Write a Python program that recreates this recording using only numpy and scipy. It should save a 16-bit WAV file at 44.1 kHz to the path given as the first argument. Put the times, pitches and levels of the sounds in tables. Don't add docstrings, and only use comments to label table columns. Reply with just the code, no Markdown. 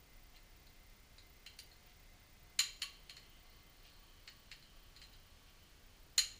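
import sys
import numpy as np
from scipy import signal
from scipy.fft import rfft, irfft, next_fast_len
from scipy.io import wavfile

SR = 44100
rng = np.random.default_rng(int(sys.argv[2]) if len(sys.argv) > 2 else 0)


def inscribe(sig):
    pcm = np.round(np.clip(np.atleast_2d(sig).T, -1, 1) * 32767)
    wavfile.write(sys.argv[1], SR, pcm.astype(np.int16))


N = 281799
TIME = np.arange(N) / SR
AGE = np.arange(int(.6 * SR)) / SR

# (frequency [Hz], relative level [dB])
AIR_EQ = [(12, -11), (22, 0.5), (40, -2.5), (90, -9.5), (200, -18), (450, -22), (1000, -25.5), (2400, -25),
          (3500, -27.5), (4600, -27), (6800, -31.5), (8000, -34.5), (14000, -38)]
# (time [s], length [s], level [dB])
SOCKET_SLIDES = [(0.328, 0.071, -67), (1.798, 0.21, -72), (3.81, .13, -66.5), (5.45, .07, -70)]
# (frequency [Hz], relative level [dB], t60 [s])
WHEEL_MODES = [(2290, -6, 0.035), (2753, -4, 0.054), (2870, -9.5, 0.084), (2977, -5, 0.051),
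               (3136, -2, 0.04), (3280, -10, 0.022)]
# (time [s], level [dB])
SOCKET_TICKS = [(0.362, -70.5), (0.668, -71), (1.182, -64.5), (1.715, -68), (4.625, -68), (4.963, -63),
                (5.038, -64.5), (5.13, -69.5)]
# (frequency [Hz], relative level [dB], t60 [s])
TOOL_SIDE_MODES = [(3734, -0.5, 0.014), (3935, -4.5, 0.031), (3995, -4.5, 0.039), (4190, -1.5, 0.053),
                   (4262, -3.5, 0.034), (4420, -3, 0.019), (4660, -3, 0.028)]
# (frequency [Hz], relative level [dB], t60 [s])
TOOL_OVERTONES = [(6590, -7, .025), (6750, -3, .025), (6870, 0, .03), (7000, 0, .025), (7120, -1, .025),
                  (7250, -4, .025)]
# (frequency [Hz], relative level [dB])
KNOCK_EQ = [(100, -39), (500, -22.5), (900, -17), (1250, -6), (1600, -4.5), (1850, 2.5), (2500, -0.5),
            (3500, -8), (4500, 0), (5100, -3.5), (5600, -12), (8000, -12), (16000, -73)]
# (frequency [Hz], relative level [dB])
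SNAP_EQ = [(1000, -20), (3500, -4), (5100, -1.5), (6400, -1), (7600, -8), (8150, -8), (8600, -2),
           (9500, -4), (11000, -6), (12300, -10), (14500, -13), (16500, -18)]
# (time [s], strength [dB], pitch [Hz], t60 [s], knock trim [dB], wheel trim [dB], snap trim [dB])
WRENCH_BLOWS = [(1.4633, -60, 4150, .05, -5, 1.5, -14), (1.589, -58.5, 4690, .09, -10.5, -5.5, -5.5),
                (2.5916, -34.5, 4117, .05, -11, -6, -11.5), (2.8194, -45.5, 4340, 0.052, -7.5, -.5, -12.5),
                (3.096, -57.5, 4125, .03, -7.5, -2.5, -13.5), (3.167, -59.5, 4280, .04, -6.5, -8.5, -20),
                (4.2764, -61, 4400, .17, 0, -4.5, -26), (4.515, -61, 4180, .03, 1.5, -1, -16),
                (5.016, -64, 4200, .04, -3, -2.5, -16), (6.1803, -32.5, 4170, .05, -12, -9, -11.5)]
# (time [s], pitch [Hz], level [dB])
PAWL_PINGS = [(1.589, 9500, -71), (2.8195, 10300, -62)]
# (frequency [Hz], width [Hz], relative level [dB])
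SINGING_RESONANCES = [(1130, 25, -9), (3060, 300, 0), (4280, 380, -3)]
# (time [s], level [dB])
DISC_PINGS = [(2.596, -60), (2.83, -62)]


def undb(db):
    return 10 ** (np.asarray(db) / 20)


def unit(x):
    return x / np.sqrt(np.mean(x ** 2))


def fade(t60):
    return np.exp(-np.log(1000) * AGE / t60)


def ramp(start_s, length_s):
    return np.clip((TIME - start_s) / length_s, 0, 1)


def add(out, time_s, sound):
    start = int(time_s * SR)
    out[start:start + len(sound)] += sound[:N - start]


def colour(x, curve):
    size = 2 * next_fast_len(len(x))
    hz, db = np.transpose(curve)
    grid = np.maximum(np.fft.rfftfreq(size, 1 / SR), 1)
    gain = undb(np.interp(np.log(grid), np.log(hz), db))
    cepstrum = irfft(np.log(gain))
    cepstrum[1:size // 2] *= 2
    cepstrum[size // 2 + 1:] = 0
    return irfft(rfft(x, size) * np.exp(rfft(cepstrum)))[:len(x)]


def band(hz, width_hz):
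    grid = np.fft.rfftfreq(N, 1 / SR)
    rolloff = 1 + ((grid - hz) / width_hz * 1.39) ** 2
    return unit(irfft(rfft(rng.standard_normal(N)) / rolloff, N))


def room_tone():
    air = undb(-62.5) * unit(colour(rng.standard_normal(N), AIR_EQ))
    hum_hz = 30 + 2 * band(0, width_hz=3.48)
    hum = undb(-69) * np.sqrt(2) * np.sin(2 * np.pi * np.cumsum(hum_hz) / SR)
    whines = band(2064, width_hz=44) + undb(-6) * band(716, width_hz=13)
    whine_gain = undb(-78) * (1 - ramp(start_s=3.57, length_s=.45))
    high_whine = undb(-93) * band(8560, width_hz=100)
    return air + hum + whine_gain * whines + high_whine


def electronic_whistle(pulse_rate_hz=30, drop_share=.11, flicker_db=3, sag_db_per_s=.7):
    cycle = (TIME - .009) * pulse_rate_hz % 1
    drop = np.clip((cycle - 1) / drop_share + 1, 0, 1)
    hz = 15150 - 1000 * drop + 120 * band(0, width_hz=150)
    second_half = np.clip(2 * cycle - 1, 0, 1)
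    pulse = np.sqrt(np.abs(np.sin(np.pi * second_half)))
    level_db = -67 - sag_db_per_s * TIME + flicker_db * band(0, width_hz=24)
    return undb(level_db) * pulse * np.sin(2 * np.pi * np.cumsum(hz) / SR)


def socket_scrapes(slips_per_s=1500, grain_hz=(1800, 4800)):
    slips = rng.standard_normal(N) * (rng.random(N) < slips_per_s / SR)
    grain = unit(signal.sosfilt(signal.butter(2, grain_hz, "band", fs=SR, output="sos"), slips))
    wheel = unit(signal.fftconvolve(slips, ring(WHEEL_MODES))[:N])
    swells = sum(undb(db) * np.sin(np.pi * ramp(time_s, length_s))
                 for time_s, length_s, db in SOCKET_SLIDES)
    return unit(grain + undb(-5) * wheel) * swells


def ring(modes, detune=.00054):
    out = np.zeros(len(AGE))
    for hz, db, t60 in modes:
        pitch_hz = hz * (1 + detune * rng.standard_normal())
        phase = rng.uniform(0, 2 * np.pi)
        out += undb(db) * fade(t60) * np.sin(2 * np.pi * pitch_hz * AGE + phase)
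    return out


def build_up(rise_s=.0006):
    return 1 - np.exp(-AGE / rise_s)


def burst(t60):
    pulses = rng.standard_normal(len(AGE)) * fade(t60)
    for _ in range(3):
        flat_spectrum = np.exp(1j * np.angle(rfft(pulses)))
        pulses = irfft(flat_spectrum, len(AGE)) * (AGE < t60)
    return pulses / np.linalg.norm(pulses)


def crack(curve, t60):
    return colour(burst(t60), curve)


def garage(x, floor_s=.0024, wall_s=.0074):
    def delayed(echoes, delay_s, db):
        return undb(db) * np.pad(echoes / np.linalg.norm(echoes), (int(delay_s * SR), 0))[:len(AGE)]

    def diffuse(t60, db):
        return delayed(rng.standard_normal(len(AGE)) * fade(t60), wall_s, db)

    lowpass, highpass = (signal.butter(2, 7500, kind, fs=SR, output="sos") for kind in ("low", "high"))
    paths = delayed(burst(t60=.04), floor_s + wall_s, db=-4)
    paths += diffuse(t60=.23, db=-4)
    paths += signal.sosfilt(lowpass, diffuse(t60=.46, db=-7))
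    paths += signal.sosfilt(highpass, diffuse(t60=.075, db=-7))
    paths[0] += undb(-13)
    paths[int(floor_s * SR)] += 1
    wet = signal.fftconvolve(x, paths)[:len(AGE)]
    return wet / np.sqrt(np.mean(wet[:SR // 20] ** 2))


def socket_ticks(pitch_hz=4190, t60=.03, lead_s=.0021):
    out = np.zeros(N)
    for time_s, db in SOCKET_TICKS:
        layers = [(ring([(pitch_hz, 0, t60)] + TOOL_SIDE_MODES, detune=.013) * build_up(), 0),
                  (ring(TOOL_OVERTONES) * build_up(), -14),
                  (crack(KNOCK_EQ, t60=.018), -7),
                  (crack(SNAP_EQ, t60=.014), -14)]
        for layer, trim_db in layers:
            add(out, time_s - lead_s, undb(db + trim_db) * garage(layer))
    return out


def wrench_blows(break_over_db=-31, lead_s=.0023):
    out = np.zeros(N)
    for time_s, db, pitch_hz, t60, knock_db, wheel_db, snap_db in WRENCH_BLOWS:
        overtone_db = -2.5 + .36 * (db - break_over_db)
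        layers = [(ring([(pitch_hz, 0, t60)] + TOOL_SIDE_MODES) * build_up(), -.6),
                  (ring(TOOL_OVERTONES) * build_up(), overtone_db),
                  (ring(WHEEL_MODES) * build_up(), wheel_db),
                  (crack(KNOCK_EQ, t60=.028), knock_db + 3),
                  (crack(SNAP_EQ, t60=.022), snap_db + 5)]
        for layer, trim_db in layers:
            add(out, time_s - lead_s, undb(db + trim_db) * garage(layer))
    return out


def pawl_pings(t60=.08):
    out = np.zeros(N)
    for time_s, pitch_hz, db in PAWL_PINGS:
        add(out, time_s, undb(db) * garage(ring([(pitch_hz, 0, t60)])))
    return out


def metallic_singing(waver_db=2.5):
    fade_in = ramp(start_s=2.46, length_s=.28)
    fade_out = 1 - ramp(start_s=4.96, length_s=2.1)
    shimmer = sum(undb(db + waver_db * band(0, width_hz=8.3)) * band(hz, width_hz)
                  for hz, width_hz, db in SINGING_RESONANCES)
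    return undb(-72) * fade_in * fade_out * unit(shimmer)


def brake_disc(pitch_hz=1128, t60=.058):
    out = np.zeros(N)
    for time_s, db in DISC_PINGS:
        ping = ring([(pitch_hz, 0, t60)]) * build_up(rise_s=.0056)
        add(out, time_s, undb(db) * garage(ping))
    return out


def scene():
    hits = wrench_blows() + socket_ticks() + brake_disc() + pawl_pings()
    textures = socket_scrapes() + metallic_singing()
    bed = room_tone() + electronic_whistle()
    return (hits + textures + bed)[None]


def record(dry):
    return signal.sosfilt(signal.ellip(10, .2, 70, 15500, fs=SR, output="sos"), dry)


dry = scene()
out = record(dry)
inscribe(out)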